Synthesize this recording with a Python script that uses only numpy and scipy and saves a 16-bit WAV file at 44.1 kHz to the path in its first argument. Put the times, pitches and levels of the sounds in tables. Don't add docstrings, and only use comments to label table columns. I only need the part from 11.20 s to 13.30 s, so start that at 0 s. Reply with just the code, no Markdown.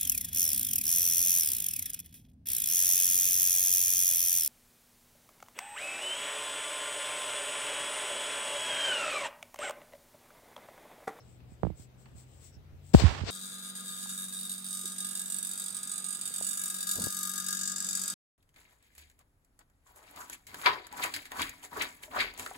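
import sys
import numpy as np
from scipy import signal
from scipy.fft import rfft, irfft
from scipy.io import wavfile
from scipy.ndimage import uniform_filter1d

SR = 44100
rng = np.random.default_rng(int(sys.argv[2]) if len(sys.argv) > 2 else 0)


def nominal_scale(level):
    x = np.asarray(level, float) / 20
    return 10 ** x


def to_wav(sig):
    pcm = np.clip(np.atleast_2d(sig), -1, 1) * 32767
    pcm = np.round(pcm).astype(np.int16)
    wavfile.write(sys.argv[1], SR, pcm.T)


N = 92786
TIME = np.arange(N) / SR


def evened(x):
    return x / np.sqrt(np.mean(x ** 2) + 1e-20)


def read_spectrum(points, hz):
    table_hz, value = np.transpose(points)
    return np.interp(np.log(hz + 1), np.log(table_hz + 1), value)


def follow(curve, column=1):
    points = np.array(curve)
    return np.interp(TIME, points[:, 0], points[:, column])


def colour(x, points):
    gain = nominal_scale(read_spectrum(points, np.fft.rfftfreq(N, 1 / SR)))
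    return evened(irfft(rfft(x) * gain, N))


def resonate(x, hz, width_hz):
    turn = np.exp(2j * np.pi * np.cumsum(hz * np.ones(N)) / SR)
    r = np.exp(-np.pi * width_hz / SR)
    smooth = signal.lfilter([1], [1, -2 * r, r * r], x / turn)
    return evened((turn * smooth).real)


def dying(s, rise_s, t60):
    t = np.maximum(TIME - s, 0)
    return np.minimum(t / rise_s, 1) * nominal_scale(-60 * t / t60)


HAIRS_PER_S, HAIR_SPREAD_DB, HAIR_SHARE = 2500, 5, .4
CLUMP_DB = 1.2


def fur(tone):
    hiss, sign, slow = rng.standard_normal((3, N))
    strength = nominal_scale(HAIR_SPREAD_DB * np.minimum(rng.exponential(1, N), 2))
    snaps = np.sign(sign) * strength * (rng.random(N) < HAIRS_PER_S / SR)
    slow = uniform_filter1d(uniform_filter1d(slow, size=200), size=200)
    clumps = nominal_scale(CLUMP_DB * evened(slow))
    return evened(clumps * colour(hiss + HAIR_SHARE * evened(snaps), tone))


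# (time [s], pressure level [dB])
RUB_LEFT = [(1.732, -67), (1.738, -31.5), (1.78, -37), (1.803, -26), (1.835, -38), (1.93, -45.5),
            (2.03, -52), (2.06, -44), (2.095, -31.5)]
RUB_RIGHT = [(1.736, -52), (1.756, -45), (1.79, -38), (1.83, -33), (1.87, -29), (1.95, -35.5),
             (2.01, -38.5), (2.04, -50.5), (2.105, -35.5)]
# (frequency [Hz], density [dB per Hz])
RUB_LEFT_TONE = [(180, -27), (300, -2), (870, -6.5), (1750, -13), (4830, -8.5), (6000, -17), (7950, -18),
                 (10200, -43), (16000, -50)]
RUB_RIGHT_TONE = [(100, 2.5), (500, -7.5), (870, -5), (2900, -11.5), (6000, -22.5), (8800, -30),
                  (10000, -55), (16000, -50)]


def rubbing():
    touch = TIME > RUB_LEFT[0][0]
    left = nominal_scale(follow(RUB_LEFT)) * fur(RUB_LEFT_TONE)
    right = nominal_scale(follow(RUB_RIGHT)) * fur(RUB_RIGHT_TONE)
    return touch * np.array([left, right])


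def push(s, rise_ms):
    u = np.maximum((TIME - s) * 1000 / rise_ms + 0.34, 0) / 1.304
    return u ** 3 * np.exp(3 * (1 - u))


# (time [s], level [dB], direction [+1 in, -1 out], rise [ms])
PUSH_LEFT = [
    (1.738, -17, 1, 1.63),
    (1.7412, -3.5, -1, 1.01),
    (1.746, 7, -1, 1.164),
]
PUSH_RIGHT = [(0.3197, -32.5, 1, 1.36), (.597, -31.5, -1, 1.42), (0.95, -31.5, -1, 2.5),
              (1.368, -31.5, 1, 2.3), (1.528, -27.5, 1, 6.0), (1.746, 2.5, 1, 0.68),
              (1.7478, 2.5, -1, 0.36), (1.7524, -11, 1, 3.2), (1.8085, -17, 1, 2.6), (1.8203, -9, 1, 2.5),
              (1.838, 2.5, 1, 2.68), (1.8488, -3.5, 1, 2.93), (1.872, -6.5, 1, 5.3), (2.0124, -13, -1, 3.3),
              (2.036, -18.5, -1, 1.19)]
PUSH_LEAK_DB = -21


def pushes():
    ports = np.array([sum(np.sign(way) * nominal_scale(db) * push(s, ms) for s, db, way, ms in rows)
                      for rows in (PUSH_LEFT, PUSH_RIGHT)])
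    return ports + nominal_scale(PUSH_LEAK_DB) * ports[::-1]


def snap(s, ms):
    u = (TIME - s) * 1000 / ms
    tip = u / .42
    hard_tip = nominal_scale(-27) * 2 * tip / (1 + tip ** 2) ** 2
    return -np.cos(u + 1.11) / (1 + u ** 2) + hard_tip


def ring(s, modes):
    t = np.maximum(TIME - s, 0)
    soft_start = (1 - np.exp(-t / 0.00084)) ** 2
    return soft_start * sum(nominal_scale(db - 60 * t / t60) * np.sin(2 * np.pi * hz * t) for hz, db, t60 in modes)


# (time [s], snap level [dB], snap width [ms], rebound level [dB])
BOUNCES = [
    (0.4337, -8, 0.37, -11),
    (0.4507, -15.5, .42, -16),
    (0.4688, -17, 0.45, -16.5),
    (0.5028, -22.5, 0.67, -21),
    (1.7488, -2.5, 0.28, -50),
]
# (frequency [Hz], level [dB], t60 [s])
CASE = [(111, -35.5, 0.18), (155.6, -9.5, 0.075), (312.7, -18, 0.1), (676, -1.5, 0.0048)]
REBOUND_MS, REBOUND_LAG_MS = 1.5, 1.72
PUFF_DB, PUFF_T60_S, PUFF_HZ = -48, 0.17, 2230


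def knock():
    low_pass = signal.butter(2, PUFF_HZ, fs=SR)
    grit = evened(signal.lfilter(*low_pass, rng.standard_normal((2, N))))
    right, puffs = 0, 0
    for s, snap_db, ms, back_db in BOUNCES:
        rebound = push(s + REBOUND_LAG_MS / 1000, REBOUND_MS) + ring(s, CASE)
        right = right + nominal_scale(back_db) * rebound + nominal_scale(snap_db) * snap(s, ms)
        puffs = puffs + nominal_scale(snap_db + PUFF_DB) * dying(s, 0.0009, PUFF_T60_S)
    return right * nominal_scale([[-27], [0]]) + puffs * grit * nominal_scale([[-6], [0]])


def swells(rows):
    return sum(nominal_scale(db) * np.cos(np.pi * np.clip((TIME - s) / length, -.5, .5)) ** 2
               for s, length, db in rows)


# (middle [s], length [s], level [dB])
STROKES = [(.1, 0.26, -64.5), (.325, 0.13, -65), (.46, 0.22, -71.5), (.61, 0.15, -54.5), (.81, 0.1, -64.5),
           (.87, 0.27, -68.5), (1.0, 0.13, -54), (1.15, 0.28, -62), (1.26, 0.15, -53), (1.345, .06, -67.5),
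           (1.69, 0.17, -58.5)]
# (frequency [Hz], density [dB per Hz])
STROKE = [(880, -47), (1500, -37.5), (1760, -77), (1900, -11.5), (6760, -6.5), (7840, 7), (10300, -19.5),
          (14300, -13.5), (16000, -4.5)]
# (middle [s], length [s], level [dB])
SQUEAKS = [
    (.0, 0.1, -64.5),
    (1.26, 0.22, -72.5),
    (1.35, 0.079, -66.5),
]
SQUEAK_HZ, SQUEAK_WIDTH_HZ = 5450, 760
STROKE_LEAK_DB, STROKE_LEAK_HZ = -4, 6000
SLAP_S, SLAP_DB, SLAP_RISE_S, SLAP_T60_S = 1.734, -33.5, 0.0048, 0.45


def brushing():
    dull = signal.lfilter(*signal.butter(1, STROKE_LEAK_HZ, fs=SR), fur(STROKE))
    squeak = [resonate(x, SQUEAK_HZ, SQUEAK_WIDTH_HZ) for x in rng.standard_normal((2, N))]
    slap = nominal_scale(SLAP_DB) * dying(SLAP_S, SLAP_RISE_S, SLAP_T60_S) * fur(STROKE) * nominal_scale([[0], [-30]])
    strokes = swells(STROKES) * np.array([fur(STROKE), nominal_scale(STROKE_LEAK_DB) * dull])
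    squeaks = swells(SQUEAKS) * squeak * nominal_scale([[0], [-4]])
    return slap + strokes + squeaks


# (time [s], level [dB])
TICKS = [
    (.203, -59.5),
    (.857, -52.5),
    (.885, -64),
]
# (frequency [Hz], width [Hz], level [dB])
TICK = [(980, 990, -2.5), (1740, 900, -6), (2390, 860, -9), (4200, 800, -17)]
TICK_T60_S = 0.075


def ticks():
    grain = [sum(nominal_scale(db) * resonate(x, hz, width_hz) for hz, width_hz, db in TICK)
             for x in rng.standard_normal((2, N))]
    return sum(nominal_scale(db) * dying(s, 0.00072, TICK_T60_S) for s, db in TICKS) * grain


DRONE_WIDTH_HZ, WAVER_DB = 7.0, -8


def hum(tone):
    phase = np.cumsum(follow(tone)) / SR + rng.random()
    clean = np.sqrt(2) * np.sin(2 * np.pi * phase)
    waver = resonate(rng.standard_normal(N), follow(tone), DRONE_WIDTH_HZ)
    return nominal_scale(follow(tone, column=2)) * (clean + nominal_scale(WAVER_DB) * waver)


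# (time [s], frequency [Hz], level [dB])
MAINS = [(0, 59, -60), (2.1, 58.87, -57.5)]
# (time [s], frequency [Hz], level [dB])
DRONE_LOW = [(0, 74.8, -62), (0.499, 79.43, -66), (.75, 82.6, -68.5), (1.2, 81.72, -62.5),
             (1.399, 88.6, -55), (1.6, 89.1, -53), (1.75, 88.7, -54.5), (1.9, 88.5, -46),
             (2.1, 90.96, -47.5)]
DRONE_HIGH = [(0, 122, -60), (.4, 123.5, -57), (.7, 127, -65), (1.0, 126.5, -56), (1.25, 128, -64),
              (1.33, 146, -64), (1.45, 145, -58), (1.7, 140, -58), (2.1, 146, -53)]


def drone():
    return sum(hum(tone) for tone in (MAINS, DRONE_LOW, DRONE_HIGH))


# (frequency [Hz], density [dB per Hz])
ROOM = [(35, -18), (60, 3), (127, -8), (308, -16), (822, -24), (924, -28), (3040, -33), (10000, -46.5),
        (16000, -41)]
# (frequency [Hz], left-right likeness [0 to 1])
SAME = [(60, 0.21), (240, 0.72), (950, 0.05), (3770, 0.03), (15000, 0.05)]
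ROOM_DB, ROOM_LEFT_DB, PATCH_DB = -58, 3, 1.43


def room():
    frames, hz = N // 256 + 5, np.fft.rfftfreq(1024, 1 / SR)
    a, b, c, d, patches = rng.standard_normal((frames, 513, 5)).T
    patches = uniform_filter1d(patches, size=14, axis=0)
    patches = evened(uniform_filter1d(patches, size=12, axis=1))
    same = np.clip(read_spectrum(SAME, hz), -1, 1)[:, None]
    left = a + 1j * b
    right = same * left + np.sqrt(1 - same ** 2) * (c + 1j * d)
    z = np.array([left, right]) * nominal_scale(read_spectrum(ROOM, hz)[:, None] + PATCH_DB * patches)
    air = nominal_scale(ROOM_DB) * evened(signal.istft(z, nperseg=1024, noverlap=768)[1][:, :N])
    return (air + drone()) * nominal_scale([[ROOM_LEFT_DB / 2], [-ROOM_LEFT_DB / 2]])


def scene():
    return rubbing() + pushes() + knock() + brushing() + ticks() + room()


def top_cut(x):
    return signal.sosfilt(signal.butter(12, 16670, fs=SR, output="sos"), x)


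LOW_CUT_HZ, EDGE_HZ = 62, 15800
UNDERCUT_DB = -22


def record(dry):
    low_cut = signal.butter(10, LOW_CUT_HZ, "high", fs=SR, output="sos")
    cut = signal.sosfilt(low_cut, dry)
    clipped = np.clip(cut + nominal_scale(UNDERCUT_DB) * dry, -1, 1)
    edge = signal.firwin(511, EDGE_HZ, window=("kaiser", 9), fs=SR)
    mix = signal.oaconvolve(clipped, edge[None], "same")
    return top_cut(mix)


dry = scene()
out = record(dry)
to_wav(out)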